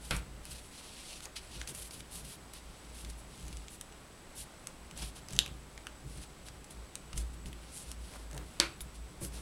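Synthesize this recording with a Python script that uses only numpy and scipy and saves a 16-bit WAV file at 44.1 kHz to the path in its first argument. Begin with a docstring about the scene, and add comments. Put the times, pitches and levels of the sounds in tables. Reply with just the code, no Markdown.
"""A small paper model folded on a table in a quiet, dry room, one microphone close to the fingers.
It opens with a hard tap and fingertips thumping the tabletop. Skin then slides on paper with a grainy
hiss, folds buckle in crisp crackles and the table rumbles under the hands. At 5.4 s a stiff fold snaps
through loudly; more creasing and thumps follow, then a second snap with a tap at 8.6 s and a few last
strokes. Room tone and a thin electrical whine lie underneath all the way."""
import sys
import numpy as np
from scipy import signal
from scipy.fft import rfft, irfft, next_fast_len
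from scipy.io import wavfile

SR = 44100
rng = np.random.default_rng(int(sys.argv[2]) if len(sys.argv) > 2 else 0)


def output_pcm(signal):
    """Save a mono or channel-first signal as 16-bit PCM at the path in sys.argv[1].

    Samples are clipped to [-1, 1] before scaling.
    """
    pcm = np.clip(np.atleast_2d(signal).T, -1, 1) * 32767
    wavfile.write(sys.argv[1], SR, np.round(pcm).astype(np.int16))


N = 414981
TIME = np.arange(N) / SR
CRACK_TIME, CRACK_ONSET = np.arange(1024) / SR, int(.004 * SR)  # a crack's first 4 ms set its level

# Levels in the tables stand before the gains in the functions.
# fingers over paper: t/s, length/s, fastest point/share of length, hiss/dB, body/dB and sheen/dB re hiss
FINGER_STROKES = [(0.0, 0.13, 0.52, -53, -4.5, -12), (0.092, .11, 0.34, -48.5, -2.5, -10),
                  (0.425, 0.092, 0.66, -56.5, -1, -14), (0.494, 0.05, .55, -48, -4.5, -9),
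                  (0.538, .075, 0.44, -54.5, -1, -12), (0.57, .2, 0.37, -60, -5, -13),
                  (0.7, 0.41, 0.22, -56, 1, -15), (0.94, .27, 0.69, -52.5, 0, -21),
                  (1.216, 0.05, .3, -49.5, -3, -16), (1.355, 0.044, .3, -50, 5.5, -13),
                  (1.397, 0.12, .4, -60, 0, -16), (1.493, 0.17, .35, -54.5, 2, -17),
                  (1.67, .06, 0.17, -45, -5, -12), (1.728, 0.17, 0.41, -48.5, -5.5, -8),
                  (1.899, 0.12, 0.42, -50.5, -3, -8), (2.1, 0.13, 0.42, -48, -5.5, -8),
                  (2.215, 0.16, 0.62, -52, -3, -6), (2.527, 0.076, .35, -54.5, 0, -12),
                  (2.445, 0.77, .5, -67, 3, -12), (2.925, .13, .55, -54.5, -4, -11),
                  (3.02, .15, .4, -62, -3, -14), (3.087, .028, .5, -54, -5, -14),
                  (3.165, 0.053, .45, -56, -9, -12), (3.277, 0.47, 0.23, -61, 0, -22),
                  (3.695, 0.072, .65, -52.5, -10, -9), (4.35, .035, .2, -53, -7, -8),
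                  (4.361, 0.086, .42, -46.5, -6.5, -10), (4.956, 0.16, 0.19, -48.5, -0.5, -13),
                  (5.149, 0.057, .3, -55.5, -1.5, -16), (5.28, 0.15, .5, -59, 3, -15),
                  (6.06, 0.19, 0.51, -55.5, -4, -20), (6.21, 0.042, .45, -52, -1, -14),
                  (6.45, 0.046, .6, -54.5, -2, -15), (6.7, 0.036, .25, -54, -9, -16),
                  (7.153, .08, .35, -50, -5, -21), (7.167, .022, .5, -40.5, -8, -22),
                  (7.33, 0.022, .5, -58, -5, -19), (7.455, 0.037, .4, -55, -4, -22),
                  (7.557, 0.35, 0.57, -61.5, 1.5, -18), (7.703, 0.15, .45, -47.5, -18, -23),
                  (7.86, 0.083, 0.52, -53.5, -3.5, -15), (7.98, .29, 0.42, -58, -1, -12),
                  (8.36, 0.3, 0.5, -65, -1, -10), (8.804, 0.024, .25, -45.5, -20, -2),
                  (8.941, .035, .5, -54.5, -3, -15), (9.205, 0.085, 0.45, -46, -12, -8),
                  (9.314, 0.11, 0.46, -53.5, -2.5, -11)]
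# creases rubbed against the table: t/s, length/s, level/dB
CREASE_RUBS = [(0.09, 0.11, -51.5), (1.233, 0.075, -55.5), (1.583, 0.16, -62.5), (4.955, 0.1, -56),
               (5.28, 0.21, -59.5), (8.111, .07, -55.5), (8.308, .14, -52.5), (9.33, .09, -59)]
# friction spectra of the fibres, their top sheen, the sheet's body and a dull rub: f/Hz, level/dB
HISS_SPECTRUM = [(3000, -21.5), (5500, -8.5), (7000, -5.5), (8500, -0.5), (9900, 1), (11000, -6),
                 (12200, -13.5), (16000, -34)]
SHEEN_SPECTRUM = [(8000, -25), (10500, 2), (11800, -4), (13200, -8), (16000, -23)]
BODY_SPECTRUM = [(900, -23), (2150, -6.5), (2800, 0), (4200, -0.5), (5700, -3.5), (7500, -12), (11000, -41)]
RUB_SPECTRUM = [(250, -19), (500, 6), (1100, 1.5), (2000, -4), (4000, -25)]
# folds buckling: t/s, level/dB, flap ring/Hz, decay/s, upper edge/Hz
FOLD_CRACKLES = [(0.1095, -29.5, 3220, .0031, 11600), (0.166, -40.5, 9100, .002, 11600),
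                 (0.454, -44.5, 9860, 0.00053, 11600), (1.2054, -47, 3640, .003, 11000),
                 (1.2554, -42.5, 6200, .0028, 11700), (1.366, -45, 3920, .0034, 11600),
                 (1.6149, -37.5, 2400, .0014, 8500), (1.675, -41.5, 4800, .003, 11000),
                 (1.7494, -43, 9950, 0.0035, 12000), (1.9093, -46.5, 5000, .003, 10800),
                 (2.0059, -46, 4080, .0011, 10000), (2.5357, -48, 10420, 0.0042, 12500),
                 (3.0483, -46, 3700, .003, 11400), (3.1, -48, 8700, .003, 11200),
                 (3.4813, -49, 7500, .0022, 12000), (3.528, -48.5, 4200, .0022, 10500),
                 (3.5704, -47, 7500, .002, 11000), (3.683, -47, 3500, 0.0019, 7460),
                 (3.812, -40.5, 9300, 0.0013, 11000), (3.924, -54, 2800, 0.0017, 10000),
                 (4.6714, -38, 8200, 0.0013, 11700), (4.9117, -47.5, 3300, .001, 12000),
                 (4.9757, -44.5, 8000, .0033, 11600), (5.286, -45, 5210, .0016, 12200),
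                 (5.333, -44, 7150, .002, 11000), (5.3646, -42.5, 6000, .002, 10500),
                 (5.462, -40.5, 2670, 0.0016, 12400), (5.4787, -49, 3140, .0005, 10000),
                 (5.7775, -45, 2200, 0.0014, 9500), (5.8691, -38, 2200, 0.0014, 11000),
                 (6.485, -45.5, 3850, 0.0016, 10500), (6.6435, -52, 8790, 0.004, 11000),
                 (6.708, -49.5, 9860, 0.0042, 11400), (6.955, -38, 8160, 0.0011, 10700),
                 (7.1305, -43, 3100, 0.0022, 9800), (7.177, -37, 8300, .0045, 9800),
                 (7.4588, -48, 2970, 0.0016, 10500), (7.5301, -46.5, 3200, .0012, 11400),
                 (7.9158, -41.5, 7100, .0015, 11300), (8.137, -50, 2210, 0.0025, 11600),
                 (8.3778, -44.5, 3300, .0022, 12400), (8.807, -42.5, 3830, 0.0025, 13000),
                 (9.2485, -41, 10000, .003, 11600)]
# flurries from a squeezed crease: t/s, length/s, level/dB
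CRINKLE_FLURRIES = [(3.371, .1, -56.5), (5.298, .06, -48.5), (8.31, .07, -51)]
# stiff folds snapping: t/s, level/dB, ring/Hz, width/Hz, rebound delay/s, rebound/share, tilt/(dB/octave)
FOLD_SNAPS = [(5.39, -16.5, 3540, 1300, 0.00029, 0.32, 4.0), (8.6007, -17, 4130, 1400, 0.00062, 0.3, 1)]
# short resonances of the paper model: f/Hz, width/Hz, level/dB
PAPER_MODES = [(1940, 520, -36), (3000, 1600, -12), (5600, 1000, -6.5), (7650, 1900, -9), (9200, 720, -16)]

# a nail or paper edge on the table: t/s, level/dB, tilt/(dB/octave), hollow knock/dB
HARD_TAPS = [(0.1083, -33, -1.7, -49), (8.5995, -30, -0.5, -35), (9.214, -54, -6, -45)]
# fingertips landing: t/s, level/dB, contact/s, tilt/(dB/octave)
FINGER_THUMPS = [(0.111, -35, 0.0036, 2), (0.124, -39, 0.0043, 8), (0.165, -35, .007, -1),
                 (5.332, -46, 0.0055, 8), (5.364, -41.5, 0.0054, 6), (7.137, -37, 0.0074, 0),
                 (7.177, -31, 0.0065, -6), (7.456, -40, 0.0044, -1), (8.601, -44, 0.0024, -5),
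                 (8.814, -38.5, 0.0075, -5), (9.214, -45, 0.0036, 1.5)]
# hands bearing down: t/s, held/s, rumble/dB, boom/dB
HAND_PRESSES = [(0.0, .04, -61, -50), (0.48, 0.047, -53, -49), (1.53, 0.084, -53.5, -46.5),
                (1.68, 0.043, -50, -50), (1.93, 0.068, -52.5, -50), (2.11, 0.18, -57, -53),
                (2.35, .14, -60.5, -58), (3.03, 0.045, -51, -51), (3.39, 0.14, -52, -45),
                (4.35, 0.036, -56.5, -52), (4.91, 0.052, -54, -55), (4.98, 0.065, -50.5, -45),
                (5.29, 0.11, -50, -53), (5.44, 0.093, -53, -46.5), (6.03, 0.045, -50, -48),
                (6.15, .04, -50, -45), (6.48, .05, -54, -50), (6.69, 0.1, -58, -45),
                (7.13, 0.097, -50, -42), (7.44, 0.049, -49, -42.5), (7.84, 0.16, -60.5, -43.5),
                (8.32, 0.084, -49, -51), (8.82, 0.052, -53.5, -56), (8.99, .12, -60, -53),
                (9.21, .04, -43.5, -47), (9.32, 0.076, -52, -44)]
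# the table stirring under resting hands: t/s, level/dB
RESTING_HANDS = [(0.0, -52), (0.23, -48), (0.76, -73), (1.42, -61), (3.51, -54), (4.27, -71), (5.5, -51),
                 (5.87, -61.5), (7.21, -53.5), (7.36, -50.5), (7.57, -55.5), (9.41, -51)]
# deep and higher modes of the tabletop: f/Hz, level/dB, t60/s
DEEP_TABLE_MODES = [(56.95, 1, 0.67), (88, -12.5, 0.27), (133, -4.5, 0.23), (178.2, -5.5, 0.36),
                    (255, -12, 0.13)]
HIGH_TABLE_MODES = [(312, -11, 0.37), (338, -0.5, 0.28), (467, -9, 0.12), (558, -3, 0.19),
                    (1140, -12, 0.18), (1440, -30, .2), (1550, -22, 0.17), (2380, -15, 0.18)]
# spectra of the table's clatter, rumble and deep boom: f/Hz, level/dB
CLATTER_SPECTRUM = [(150, -6.5), (330, 0.5), (800, -3.5), (1400, 6.5), (1800, 0.5), (2450, 7.5),
                    (3300, -3.5), (4300, -1.5), (6500, -31), (9500, -11), (12000, -19), (16000, -38)]
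RUMBLE_SPECTRUM = [(55, -18), (87, 0.5), (108, -8.5), (133, 4), (157, -5), (181, -0.5), (210, -10.5),
                   (335, -10), (450, -15.5), (900, -42)]
BOOM_SPECTRUM = [(25, -38), (44, -14), (52, 18.5), (57, 23), (67, 2), (100, -54)]

# spectrum of the room tone: f/Hz, level/dB
ROOM_SPECTRUM = [(44, -46), (75, -6), (137, -8.5), (157, -7), (377, -11), (505, -16), (905, -17.5),
                 (1550, -19.5), (1740, -22.5), (2080, -20.5), (3040, -23.5), (6980, -29), (7980, -23.5),
                 (8540, -28), (16000, -41)]
# steady bands of low drone and electrical whine: f/Hz, width/Hz, level/dB
DRONE_AND_WHINE = [(24, 19, -62), (54.3, 21, -64.5), (7870, 11, -75), (7900, 200, -71.5),
                   (9220, 250, -76.5)]


def sliding(hiss_db=-1.6, sheen_db=1.0, body_db=-0.4, rub_db=0.4):
    """Close up, skin catches and slips on paper: fibres hiss, the sheet adds body, creases rub dully."""
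    hiss_power, body_power, sheen_power = np.zeros((3, N))
    for s, length, crest, db, body_rel_db, sheen_rel_db in FINGER_STROKES:
        friction = undb(db) * stroke(s, length, crest)
        hiss_power += friction ** 2
        body_power += (friction * undb(body_rel_db)) ** 2
        sheen_power += (friction * undb(sheen_rel_db)) ** 2
    rub = sum(undb(db) * stroke(s, length, crest=0.48) for s, length, db in CREASE_RUBS)
    grip_db = 1.8 * walk(per_s=120) + 0.65 * walk(per_s=35)
    out = fibres(HISS_SPECTRUM, per_s=14000, spread_db=0.5) * np.sqrt(hiss_power) * undb(hiss_db)
    out += fibres(SHEEN_SPECTRUM, per_s=7500, spread_db=1.0) * np.sqrt(sheen_power) * undb(sheen_db)
    out += fibres(BODY_SPECTRUM, per_s=9000, spread_db=-0.1) * np.sqrt(body_power) * undb(body_db)
    out += fibres(RUB_SPECTRUM, per_s=3000, spread_db=2.0) * rub * undb(rub_db)
    return out * undb(grip_db)


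def stroke(s, length, crest, speed_exponent=0.73):
    """Loudness of one stroke: the finger speeds up to a crest and slows to rest."""
    ramp = np.interp(TIME, [s, s + crest * length, s + length], [0, 1, 0])
    speed = np.sin(np.pi / 2 * np.maximum(ramp, 0))
    return speed ** speed_exponent


def fibres(spectrum, per_s, spread_db):
    """Dense tiny slips of paper fibres, uneven in size, merge into a grainy noise."""
    slips = (rng.random(N) < per_s / SR) * rng.standard_normal(N)
    size_db = spread_db * np.minimum(rng.exponential(size=N), 5)
    return stream(slips * undb(size_db), spectrum)


def crackles(flap_db=6, flap_width=0.28, bands_db=(-1, 0, 1.1), tick_db=-17, fall_db_per_octave=4.5):
    """A fold buckles with a jolt, shivers and rings its flap; the crack weakens away from that pitch."""
    out = np.zeros(N)
    noises = rng.standard_normal((128, len(CRACK_TIME)))
    for (s, db, hz, decay, top_hz), noise in zip(FOLD_CRACKLES + crinkles(), noises):
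        start = s - .0002
        shiver = noise * np.exp(-CRACK_TIME / decay)
        shiver[0] += 5.0  # the jolt
        flap = shiver + undb(flap_db) * resonate(shiver, hz, flap_width * hz)
        # the jolt itself gives the crack a thin crisp edge
        tick = signal.lfilter(*signal.butter(2, max(top_hz, 11000), "highpass", fs=SR), shiver)
        add_crack(out, start, tick, db + tick_db - fall_db_per_octave * np.log2(top_hz / hz))
        for edges_hz, band_db in zip([(1100, 2800), (2800, 6500), (6500, top_hz)], bands_db):
            octaves_off = abs(np.log2(hz / np.mean(edges_hz)))
            band = signal.lfilter(*signal.butter(3, edges_hz, "bandpass", fs=SR), flap)
            add_crack(out, start, band, db + band_db - fall_db_per_octave * octaves_off)
    return out


def crinkles(per_s=70, ring_hz=8100, decay_s=.0017, spread_db=0.5, top_hz=11200):
    """A squeezed crease gives way in tiny, unevenly spaced crackles: rows like FOLD_CRACKLES."""
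    rows = []
    for s, length, db in CRINKLE_FLURRIES:
        for k, (late, size, pitch) in enumerate(rng.uniform(-0.75, 1, (16, 3))):
            delay = (k + .5 + late / 2) / per_s
            if delay < length:
                rows.append((s + delay, db + spread_db * size, ring_hz * 2 ** (pitch / 2), decay_s, top_hz))
    return rows


def snaps(shiver_share=0.2, shiver_s=0.00094, low_hz=1500, high_hz=10500):
    """A stiff fold flips over all at once, rebounds, and rings the whole model for a moment."""
    out = np.zeros(N)
    low_cut = signal.butter(2, low_hz, "highpass", fs=SR, output="sos")
    high_cut = signal.butter(4, high_hz, fs=SR, output="sos")
    radiation = np.vstack([low_cut, high_cut])
    for s, db, hz, width_hz, delay, rebound, tilt_db in FOLD_SNAPS:
        jolt = shiver_share * rng.standard_normal(len(CRACK_TIME)) * np.exp(-CRACK_TIME / shiver_s)
        jolt[0] += 1
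        jolt[int(delay * SR)] += rebound
        modes = [(hz, width_hz, 0), *PAPER_MODES]
        crack = sum(undb(level + tilt_db * np.log2(f / hz)) * resonate(jolt, f, width)
                    for f, width, level in modes)
        add_crack(out, s, signal.sosfilt(radiation, crack), db)
    return out


def taps(t60=0.27):
    """A hard tap sets off the higher table modes and a dense clatter that fades fast."""
    out, t = np.zeros(N), np.arange(SR // 2) / SR
    for s, db, tilt_db, knock_db in HARD_TAPS:
        spectrum = [(hz, level + tilt_db * np.log2(hz / 2000)) for hz, level in CLATTER_SPECTRUM]
        clatter = colour(rng.standard_normal(len(t)), spectrum) * fade(t, t60)
        add(out, s, undb(db) * clatter + undb(knock_db) * ring(HIGH_TABLE_MODES, t))
    return out


def thumps():
    """A landing fingertip rings the deep table modes, duller for a longer contact."""
    out, t = np.zeros(N), np.arange(SR) / SR
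    lowest_hz = DEEP_TABLE_MODES[0][0]
    for s, db, contact, tilt_db in FINGER_THUMPS:
        # where the finger lands decides how strongly the higher modes answer
        modes = [(hz, level + tilt_db * np.log2(hz / lowest_hz), t60)
                 for hz, level, t60 in DEEP_TABLE_MODES]
        push = np.hanning(int(contact * SR) + 3)
        add(out, s, undb(db) * signal.fftconvolve(ring(modes, t), push / push.sum()))
    return out


def table_rumble(rest_rumble_db=-6.5, rest_boom_db=1.5, boom_lag_s=0.016):
    """Shifting hands keep the table rumbling; its deep boom builds up late and rings on."""
    resting_db = np.interp(TIME, *np.transpose(RESTING_HANDS))
    rumble, boom = undb(resting_db + rest_rumble_db), undb(resting_db + rest_boom_db)
    for s, held, rumble_db, boom_db in HAND_PRESSES:
        weight = press(s, held, attack_s=0.018, release_s=0.055)
        swell = press(s + boom_lag_s, held, attack_s=0.031, release_s=.09)
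        rumble = np.maximum(rumble, undb(rumble_db) * weight)
        boom = np.maximum(boom, undb(boom_db) * swell)
    out = stream(rng.standard_normal(N), RUMBLE_SPECTRUM) * rumble
    return out + stream(rng.standard_normal(N), BOOM_SPECTRUM) * boom


def press(s, held, attack_s, release_s):
    """Loudness of one press: the weight comes on, is held and dies away."""
    t = np.maximum(TIME - s, 0)
    return np.minimum(t / attack_s, 1) * np.exp(-np.clip((t - held) / release_s, 0, 20))


def holding(hiss_db=-71, body_db=-69, rub_db=-63, fidget_db=1.2):
    """Fingers that only hold the model still creep on it and keep up a faint rustle."""
    layers = [(HISS_SPECTRUM, hiss_db), (BODY_SPECTRUM, body_db), (RUB_SPECTRUM, rub_db)]
    rustle = sum(undb(db) * fibres(spectrum, per_s=4000, spread_db=1.65) for spectrum, db in layers)
    return rustle * undb(fidget_db * walk(per_s=14))


def room(x, wet_db=-12, t60=0.27, treble_t60=0.12, split_hz=5000, build_s=0.0041):
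    """A small furnished room from close in: direct sound, then a short tail whose treble dies first."""
    t = np.arange(SR // 2) / SR
    noise = rng.standard_normal(len(t))
    low = signal.sosfilt(signal.butter(1, split_hz, fs=SR, output="sos"), noise)
    tail = low * fade(t, t60) + 0.98 * (noise - low) * fade(t, treble_t60)
    tail *= np.minimum(t / build_s, 1)
    return x + undb(wet_db) * signal.fftconvolve(x, tail / np.linalg.norm(tail))[:N]


def room_tone(noise_db=-56):
    """Behind the hands, steady room noise with a low drone and a thin electrical whine."""
    out = stream(rng.standard_normal(N), ROOM_SPECTRUM) * undb(noise_db)
    for hz, width_hz, db in DRONE_AND_WHINE:
        band = resonate(rng.standard_normal(N), hz, width_hz)
        out += undb(db) * unit(resonate(band, hz, width_hz))
    return out


def undb(db):
    """Decibels to gain."""
    return 10 ** (np.asarray(db) / 20)


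def unit(x):
    """Scale to rms 1."""
    return x / np.sqrt(np.mean(x ** 2))


def add(out, s, sound):
    """Mix a sound in at time s."""
    start = int(s * SR)
    out[start:start + len(sound)] += sound[:N - start]


def add_crack(out, s, crack, db):
    """Mix a crack in at time s with its onset at level db."""
    add(out, s, crack * undb(db) / np.std(crack[:CRACK_ONSET]))


def colour(x, spectrum):
    """Give a sound a smooth spectrum, rolled off below its first point, at rms 1."""
    hz, db = np.transpose(spectrum)
    f = np.maximum(np.fft.rfftfreq(len(x), 1 / SR), 1)
    gain = undb(np.interp(np.log(f), np.log(hz), db))
    low_cut = np.minimum(f / hz[0], 1) ** 2
    return unit(irfft(rfft(x) * gain * low_cut, len(x)))


def stream(x, spectrum):
    """Colour a full-length sound, at rms 1."""
    padded = np.pad(x, (0, next_fast_len(N, True) - N))
    return unit(colour(padded, spectrum)[:N])


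def resonate(x, hz, width_hz):
    """One resonance, gain 1 at its centre."""
    return signal.lfilter(*signal.iirpeak(hz, hz / width_hz, fs=SR), x)


def walk(per_s):
    """A random wander with a spread near 1."""
    knots = rng.standard_normal(int(N / SR * per_s) + 2)
    return np.interp(TIME * per_s, np.arange(len(knots)), knots)


def fade(t, t60):
    """Decay by 60 dB in t60 seconds."""
    return np.exp(-np.log(1000) * t / t60)


def ring(modes, t):
    """Free ringing of a set of modes."""
    return sum(undb(db) * np.sin(2 * np.pi * hz * t) * fade(t, t60) for hz, db, t60 in modes)


def scene():
    """One close microphone: the paper with a little room around it, the table dry, room tone behind."""
    paper = sliding() + holding() + crackles() + snaps()
    return (room(paper) + taps() + table_rumble() + thumps() + room_tone())[None]


def record(dry):
    """The recorder cuts the top steeply above 16.1 kHz."""
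    return signal.sosfilt(signal.ellip(8, .2, 70, 16100, fs=SR, output="sos"), dry)


dry = scene()
out = record(dry)
output_pcm(out)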